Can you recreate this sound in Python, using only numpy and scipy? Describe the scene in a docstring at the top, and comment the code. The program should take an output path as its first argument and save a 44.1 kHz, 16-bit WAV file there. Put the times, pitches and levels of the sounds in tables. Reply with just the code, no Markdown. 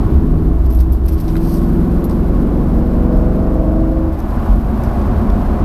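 """Inside a V8 car on a damp race track. It rolls through a bend, pulls from 2400 to 3000 rpm and lifts
off at four seconds. Uneven firing makes a harmonic series that throbs through the cabin's resonances,
over the broadband noise of road, tyres and wind; bumps make the cabin air boom. While the wheel is
wound over, something, probably a sleeve or belt, scuffs by stick-slip friction and the trim clicks."""
import sys
import numpy as np
from scipy import signal
from scipy.fft import rfft, irfft, next_fast_len
from scipy.io import wavfile
from scipy.ndimage import uniform_filter1d

SR = 44100
rng = np.random.default_rng(int(sys.argv[2]) if len(sys.argv) > 2 else 0)


def unload_wav(signal):
    """Save mono or channel-first audio to the path in sys.argv[1] as 16-bit WAV at rate SR, clipped to [-1, 1]."""
    wavfile.write(
        sys.argv[1],
        SR,
        np.round(np.clip(np.atleast_2d(signal).T, -1, 1) * 32767).astype(np.int16),
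    )


N = 248724
TIME = np.arange(N) / SR


def from_db(db):
    """Amplitude ratio of a level in decibels."""
    return 10 ** (np.asarray(db) / 20)


def rms_one(x):
    """Normalisation to unit rms."""
    return x / np.sqrt(np.mean(x ** 2) + 1e-20)


def in_time(rows):
    """Linear interpolation of each column of a curve to every sample."""
    time_s, *columns = np.transpose(rows)
    return [np.interp(TIME, time_s, column) for column in columns]


def ramp(start_s, length_s):
    """Linear rise from 0 to 1, then held."""
    return np.clip((TIME - start_s) / length_s, 0, 1)


def at_hz(spectrum, hz):
    """Spectral level in dB, interpolated in log frequency."""
    points_hz, points_db = np.transpose(spectrum)
    return np.interp(np.log(hz), np.log(points_hz), points_db)


def peaks_db(peaks, hz):
    """Resonance: each mode adds a Lorentzian peak or dip in dB."""
    return sum(db / (1 + (2 * (hz - centre) / width) ** 2) for centre, width, db in peaks)


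def drift(rate_hz):
    """Slow random modulation of unit rms: noise twice through a one-pole low-pass."""
    step, settle = 40, 2000
    pole = np.exp(-2 * np.pi * step * rate_hz / SR)
    white = rng.standard_normal(N // step + settle + 2)
    slow = signal.lfilter([1], [1, -2 * pole, pole * pole], white)[settle:]
    return np.interp(np.arange(N) / step, np.arange(len(slow)), rms_one(slow))


def noise(spectrum, peaks=()):
    """Spectrally shaped noise of unit rms, rolling off beyond the ends of the spectrum."""
    size = next_fast_len(N)
    hz = np.maximum(np.arange(size // 2 + 1) * SR / size, 1)
    gain = from_db(at_hz(spectrum, hz) + peaks_db(peaks, hz))
    gain *= np.minimum(hz / spectrum[0][0], 1) ** 2 * np.minimum(spectrum[-1][0] / hz, 1) ** 2
    return rms_one(irfft(rfft(rng.standard_normal(size)) * gain, size)[:N])


def steady(x, window_s=0.18):
    """Division by the running rms evens out swells, as in a tyre rolling at constant speed."""
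    return x / np.sqrt(uniform_filter1d(x ** 2, round(window_s * SR)) + 1e-9)


# Spray envelope: time_s, relative_db
SPRAY_LEVEL = [(0.05, -53), (0.41, -54.5), (1.02, -54.5), (1.36, -46.5), (1.79, -51.5), (4.1, -55.5),
               (4.3, -52), (5.6, -52)]
# Spray spectrum: frequency_hz, density_db
SPRAY_SPECTRUM = [(1500, -1.5), (3000, 1.5), (4800, -1), (6000, -5.5), (7200, -8), (8500, -3.5), (9600, -5),
                  (11000, -2), (12700, 4), (13600, 0)]


def spray(gain_db=1.0, flicker_db=1.56):
    """Broadband hiss: water is thrown off the wet tarmac."""
    level_db, = in_time(SPRAY_LEVEL)
    return from_db(level_db + gain_db + flicker_db * drift(37)) * noise(SPRAY_SPECTRUM)


# Envelope of tyre roar and wind: time_s, relative_db
ROAR_LEVEL = [(0.05, -34.5), (0.19, -37.5), (1.02, -41.5), (1.46, -36.5), (3.17, -34), (4.13, -35.5),
              (4.47, -30), (4.59, -35.5), (4.83, -30.5), (5.6, -30.5)]
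# Roar spectrum: frequency_hz, density_db
ROAR_SPECTRUM = [(250, 1), (420, -6.5), (560, 2), (680, -2), (830, -3), (1100, -5.5), (1480, -13),
                 (1900, -21.5), (2500, -27), (3400, -33.5), (5000, -37), (7500, -44.5)]
# Tyre and panel resonances: centre_hz, width_hz, gain_db
ROAR_MODES = [(657, 8.4, 6.5), (720, 54, 5.5), (922, 16, -5.5), (1002, 34, 2.5), (1093.5, 24, 6),
              (1473, 31, 4.5)]


def roar(cycles, load_db, depth=0.024, gain_db=5.0, flicker_db=0.22):
    """Amplitude modulation: under load, tyre and wind noise pulses with the exhaust."""
    level_db, = in_time(ROAR_LEVEL)
    envelope = from_db(level_db + gain_db + flicker_db * drift(28))
    pulsing = 1 + depth * from_db(load_db) * np.cos(2 * np.pi * 2 * cycles)
    return envelope * pulsing * noise(ROAR_SPECTRUM, ROAR_MODES)


# Spectrum of the air in the tyres: frequency_hz, density_db
HUM_SPECTRUM = [(90, -18), (115, 0.5), (145, -6), (175, -8), (208, 5.5), (240, -1.5), (290, -17.5),
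                (380, -32.5)]


def tyre_hum(level_db=-20.5, waver_db=2):
    """Cavity resonance: the air in the tyres hums as they load up for the next bend."""
    envelope = from_db(level_db + waver_db * drift(17)) * ramp(start_s=3.81, length_s=0.97)
    return envelope * steady(noise(HUM_SPECTRUM))


# Road surface, smoothest along the pull: time_s, rumble_db, drone_db
ROAD_LEVELS = [(0, -18, -16.5), (.35, -14, -23), (.8, -15, -25.5), (1.3, -19, -25), (2.5, -19, -20.5),
               (3.7, -17.5, -32), (4.25, -19, -24), (4.85, -16, -21.5), (5.64, -14, -21)]
# Suspension rumble: frequency_hz, density_db
RUMBLE_SPECTRUM = [(8, -29), (16, -42), (28, -2.5), (48, -7.5), (78, -4), (98, -16.5), (140, -20),
                   (250, -89)]
# Tyre drone: frequency_hz, density_db
DRONE_SPECTRUM = [(70, -2), (115, -3.5), (145, -1.5), (185, -7.5), (212, 1), (245, 0.5), (290, -4),
                  (350, -2), (430, -14), (600, -37), (1000, -31)]
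# Panels that the drone excites: centre_hz, width_hz, gain_db
DRONE_MODES = [(316, 12, -4), (401, 11, 6.5)]


def road():
    """Forced vibration: the road surface makes the suspension rumble and the tyres drone."""
    rumble_db, drone_db = in_time(ROAD_LEVELS)
    rumble = from_db(rumble_db) * steady(noise(RUMBLE_SPECTRUM))
    drone = from_db(drone_db) * steady(noise(DRONE_SPECTRUM, DRONE_MODES))
    return rumble + drone


# Cabin booms and rings: centre_s, pitch_hz, peak_db, half_length_s
BUMPS = [(0.061, 91, -10.5, 0.025), (0.17, 67, -0.5, 0.028), (1.021, 53, -7, 0.02),
         (1.114, 70.7, -11, 0.06), (1.143, 322, -22, 0.037), (2.778, 44, -7, 0.021),
         (2.948, 41.5, -5.5, 0.014), (3.161, 44, -3, 0.021), (3.338, 48, -14, 0.014),
         (4.527, 45.6, -1.5, 0.029), (5.338, 45.3, -5, 0.042)]


def bumps():
    """Transient excitation, mostly by bumps: the cabin air swings in Gaussian tone bursts."""
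    out = np.zeros(N)
    for centre_s, pitch_hz, peak_db, half_length_s in BUMPS:
        offset_s = TIME - centre_s
        envelope = from_db(peak_db) * np.exp(-(offset_s / half_length_s) ** 2)
        out += envelope * np.cos(2 * np.pi * pitch_hz * offset_s)
    return out


def crackle(per_s=450, size_db=0.0, grain_s=0.00064, floor=0.63):
    """Shot noise: a gain of unit rms that jumps at each of many tiny random catches."""
    catches = (rng.random(N) < per_s / SR) * from_db(size_db * np.minimum(rng.exponential(1, N), 2))
    grains = signal.lfilter([1], [1, -np.exp(-1 / (grain_s * SR))], catches + 1e-18)
    return rms_one(floor + grains)


# Slide envelope: time_s, level_db
SLIDE_LEVEL = [(1.36, -75), (1.42, -50), (1.48, -42), (1.575, -38.5), (1.595, -52), (1.7, -53), (1.78, -78)]
# Sliding cloth: frequency_hz, density_db
SLIDE_SPECTRUM = [(2000, -20), (3700, -22), (4500, -5), (6100, -11), (7300, -21), (8400, -8), (9600, -15),
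                  (12700, -2.5), (14000, -11)]


def cloth_slide():
    """Sliding friction: one grainy rub swells, lets go and trails off."""
    level_db, = in_time(SLIDE_LEVEL)
    grain = crackle(per_s=250, size_db=2.0, grain_s=.001, floor=1.2)
    return from_db(level_db) * grain * noise(SLIDE_SPECTRUM)


# Slips of the cloth: start_s, relative_db, dull_offset_db, hold_s
SCUFFS = [(0.654, -36.5, -17, .008), (0.703, -29, -23, 0.0088), (0.723, -32, -22, 0.012),
          (0.746, -31, -26, .008), (.768, -32, -25, .008), (.787, -41, -10, .006),
          (0.802, -27.5, -18.5, 0.0087), (0.922, -25, -37, 0.012), (1.057, -32, -31, .008),
          (1.081, -24.5, -20, .011), (1.117, -31, -22.5, .008), (1.13, -30, -22, .012),
          (1.177, -34, -15, 0.0089), (1.2, -25.5, -21, 0.0092), (1.213, -46, -22, .008),
          (1.247, -45, -7, .005), (1.28, -36.5, -5.5, 0.0074), (2.041, -24.5, -32, 0.0088),
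          (2.094, -35, -11, .003), (2.108, -38, -10, .005), (4.187, -35, -16.5, .008),
          (4.842, -36, -13, .005)]
# Bright part of a slip: frequency_hz, density_db
BRIGHT_SPECTRUM = [(5000, -8), (7300, -11), (8500, -15), (9800, -5.5), (11500, 2.5), (12700, 10.5),
                   (14000, -1.5)]
# Dull part of a slip: frequency_hz, density_db
DULL_SPECTRUM = [(1000, -15), (2000, 3.5), (3500, -1.5), (4600, 5.5), (5900, 5), (7200, -19), (8600, 2.5),
                 (11000, -32)]


def cloth_scuffs(bright_db=-13.0, dull_db=0.5, rise_s=0.00047, t60_s=0.076):
    """Stick-slip friction: cloth catches and lets go in crackling bursts, some bright, some dull."""
    bright, dull = np.zeros(N), np.zeros(N)
    for start_s, relative_db, dull_offset_db, hold_s in SCUFFS:
        decay_db = 60 * np.clip(TIME - start_s - hold_s, 0, 1) / t60_s
        burst = from_db(relative_db - decay_db) * ramp(start_s, rise_s)
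        bright += burst * from_db(bright_db)
        dull += burst * from_db(dull_offset_db + dull_db)
    return crackle() * (bright * noise(BRIGHT_SPECTRUM) + dull * noise(DULL_SPECTRUM))


# Taps of the trim: start_s, ring_db, tilt_db_per_octave, crack_db, pitch_ratio
CLICKS = [(.701, -46, 0, -40, 0.89), (.749, -48, 1, -39, 0.85), (0.804, -42, 2, -35, 0.83),
          (.933, -52, 8, -38, 1), (1.057, -54, 4, -45, 1.2), (1.089, -37, 2, -38, 1.05),
          (1.281, -35, 0, -41, 0.85), (1.289, -34, 1, -46, 1.02), (1.3015, -37, -3, -45, 0.77),
          (1.355, -33.5, -10, -40, 1.05), (1.3666, -25.5, -3, -33, 0.87), (2.042, -35, 3, -36, 0.79),
          (2.098, -38, 1, -42, 1.5), (2.129, -50, 3, -42, 1), (4.203, -36, 0, -41, 1.1),
          (4.8369, -36, 4, -33.5, 1.05), (5.015, -41, 1, -47, 1.3), (5.301, -31, -1, -44, 0.98)]
# Trim modes at a pitch ratio of 1: pitch_hz, relative_db, t60_s
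TRIM_MODES = [(1380, -3, 0.022), (1600, -5, .02), (1900, -8, .015), (2400, -6, .014), (3580, -8, 0.019),
              (4700, -11, 0.022), (5040, -11, .012), (5600, -6, .01), (9150, -20, .008), (12700, -17, .008)]
# Contact noise: frequency_hz, density_db
CRACK_SPECTRUM = [(2000, -7), (5000, -3), (7300, 3), (10000, 0), (12200, 11), (13500, 0)]


def trim_clicks(ring_gain_db=-1.0, scatter_db=3.0, pivot_hz=3000, crack_t60_s=0.0092):
    """Impact on plastic: each tap cracks, then rings in damped modes at its own pitch and brightness."""
    out, age_s = np.zeros(N), np.arange(SR // 10) / SR
    hz, mode_db, t60_s = np.transpose(TRIM_MODES)[:, :, None]
    octaves = np.log2(hz[:, 0] / pivot_hz)
    contact = noise(CRACK_SPECTRUM)
    for start_s, ring_db, tilt, crack_db, pitch_ratio in CLICKS:
        modes = from_db(mode_db - 60 * age_s / t60_s) * np.sin(2 * np.pi * pitch_ratio * hz * age_s)
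        strengths = from_db(ring_db + ring_gain_db + tilt * octaves + rng.normal(0, scatter_db, len(hz)))
        span = slice(round(start_s * SR), round(start_s * SR) + len(age_s))
        out[span] += (strengths * rng.choice([-1, 1], len(hz))) @ modes
        out[span] += from_db(crack_db - 60 * age_s / crack_t60_s) * contact[span]
    return out


# Whine envelope: time_s, level_db
WHINE_LEVEL = [(0, -36), (.45, -30.5), (.65, -47), (1.6, -48), (2.25, -44), (2.5, -35.5), (3.1, -28),
               (3.65, -30.5), (4.05, -31.5), (4.2, -50)]


def whine(cycles, multiple=21.1, waver_db=1.5, flutter_rad=.35):
    """Rotational tone: probably a pulley or gear, wavering just off an exhaust harmonic."""
    level_db, = in_time(WHINE_LEVEL)
    amplitude = np.sqrt(2) * from_db(level_db + waver_db * drift(17))
    return amplitude * np.sin(2 * np.pi * multiple * cycles + flutter_rad * drift(11))


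def cabin_boom(cycles, level_db=-12.5, waver_db=1.0):
    """Driven resonance: with the throttle eased, the cabin booms on the engine's third harmonic."""
    envelope = ramp(start_s=.42, length_s=.065) * (1 - ramp(start_s=.91, length_s=.21))
    harmonic = np.sqrt(2) * np.sin(2 * np.pi * 3 * cycles)
    return from_db(level_db + waver_db * drift(6.4)) * envelope * harmonic


# Engine speed: time_s, cycle_hz (four-stroke cycles, two crank turns each)
ENGINE_SPEED = [(0, 19.2), (.5, 19.99), (1.05, 20.47), (1.25, 19.94), (1.45, 20.74), (1.75, 21.02),
                (2, 21.49), (3, 23.21), (4.02, 24.93), (4.5, 23.69), (5.64, 22.92)]
# Load through part throttle, a pause, the pull and lift-off: time_s, load_db
ENGINE_LOAD = [(0, -9), (.15, -2.5), (.47, -2.5), (.6, -9.5), (1.08, -13.5), (1.3, -5.5), (1.55, -1.5),
               (1.95, 1.5), (2.5, 2), (2.95, 0.7), (3.8, 1.5), (4.02, -1.5), (4.2, -16.5), (5.64, -35)]
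# Exhaust spectrum before weighting: frequency_hz, level_db
EXHAUST_SPECTRUM = [(20, -18.5), (46, -15.5), (70, -26.5), (110, -30), (170, -26.5), (260, -34.5),
                    (380, -40.5), (600, -41.5), (750, -40)]
# Exhaust and cabin resonances: centre_hz, width_hz, gain_db
CABIN_MODES = [(48.5, 6, 4), (162, 19, 10), (190, 8, 7), (205, 16, -5), (228, 23, 7), (256, 20, 7),
               (300, 10, -3), (327, 28, 17.5), (376, 27, 4.5), (430, 18, 6), (491, 48, -4), (535, 22, 5),
               (606, 14, 6), (634, 14, 6), (660, 40, 11)]
# Uneven beat: gain_db at 0 to 4 harmonics from a multiple of the firing rate
FIRING_PATTERN_DB = [0.5, -6, -4, -2, -9]
# Harmonics that unequal pipes favour or damp: harmonic_number -> gain_db
PIPE_GAIN_DB = {4: 4, 5: -1, 6: 1.5, 7: -2.5, 8: -1.5, 9: 2, 10: 4.5, 11: 1.5, 12: 3.5, 13: 4.5, 14: -1.5,
                15: -4, 16: 1.5, 18: 3, 19: -1, 23: 2, 24: -3, 25: -3, 28: -2, 29: -8}
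# Each beat sweeps up at low revs (first row), down at high: lead_cycles, delay_per_harmonic_cycles
DISPERSION = [(.99, .09), (.45, -.2)]


def engine(cycle_hz, cycles, load_db, cylinders=8, harmonics=29):
    """Source and filter: harmonics of the cycle rate, weighted by uneven firing, cross fixed modes."""
    throb_hz, growl_hz = 22.4, 23.4  # cycle rates between which the timbre changes
    first_rasp_harmonic, rasp_db = 26, 6
    shake_hz, shake_load_share = 125, 0.27
    wobble_cycles, churn_db, spread = 0.0024, .8, .18
    out = np.zeros(N)
    # the crank never turns quite evenly, and some cycles fire harder than others
    crank = cycles + wobble_cycles * drift(4.2)
    effort_db = load_db + churn_db * drift(19)
    revved = np.clip((cycle_hz - throb_hz) / (growl_hz - throb_hz), 0, 1)
    for k in range(1, harmonics + 1):
        hz = k * cycle_hz
        pattern_db = FIRING_PATTERN_DB[min(k % cylinders, -k % cylinders)] + PIPE_GAIN_DB.get(k, 0)
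        level_db = pattern_db + at_hz(EXHAUST_SPECTRUM, hz) + peaks_db(CABIN_MODES, hz)
        if k >= first_rasp_harmonic:  # the rasp opens with the revs
            level_db -= rasp_db * (1 - revved)
        # the lowest harmonics are the block shaking on its mounts and depend little on load
        load_share = shake_load_share + (1 - shake_load_share) / (1 + (shake_hz / hz.mean()) ** 12)
        # pipes and body delay the harmonics unequally, and differently as the revs rise
        low, high = [k * lead - delay * k * (k - 1) / 2 for lead, delay in DISPERSION]
        shortest_turn = (high - low + .5) % 1 - .5
        phase = 2 * np.pi * (k * crank + low + revved * shortest_turn)
        phase += .45 * drift(.8)  # small cabin modes slowly turn the phase
        # no two combustions are alike
        strength = 1 + spread * drift(4)
        phase += spread * np.sqrt(k / cylinders) * drift(8)
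        out += from_db(level_db + load_share * effort_db) * strength * np.cos(phase)
    return np.sqrt(2) * out


def scene():
    """Superposition of all sources in the cabin, in mono."""
    cycle_hz, = in_time(ENGINE_SPEED)
    load_db, = in_time(ENGINE_LOAD)
    cycles = np.cumsum(cycle_hz) / SR
    motor = engine(cycle_hz, cycles, load_db) + whine(cycles)
    rolling = road() + tyre_hum() + roar(cycles, load_db) + spray()
    cabin = cabin_boom(cycles) + bumps() + cloth_slide() + cloth_scuffs() + trim_clicks()
    return (motor + rolling + cabin)[None]


def record(dry, cutoff_hz=13500):
    """Soft saturation rounds the largest swings; a steep low-pass cuts the top."""
    rounded = dry / (1 + dry ** 16) ** (1 / 16)
    return signal.sosfilt(signal.ellip(10, .3, 80, cutoff_hz, fs=SR, output="sos"), rounded)


dry = scene()
out = record(dry)
unload_wav(out)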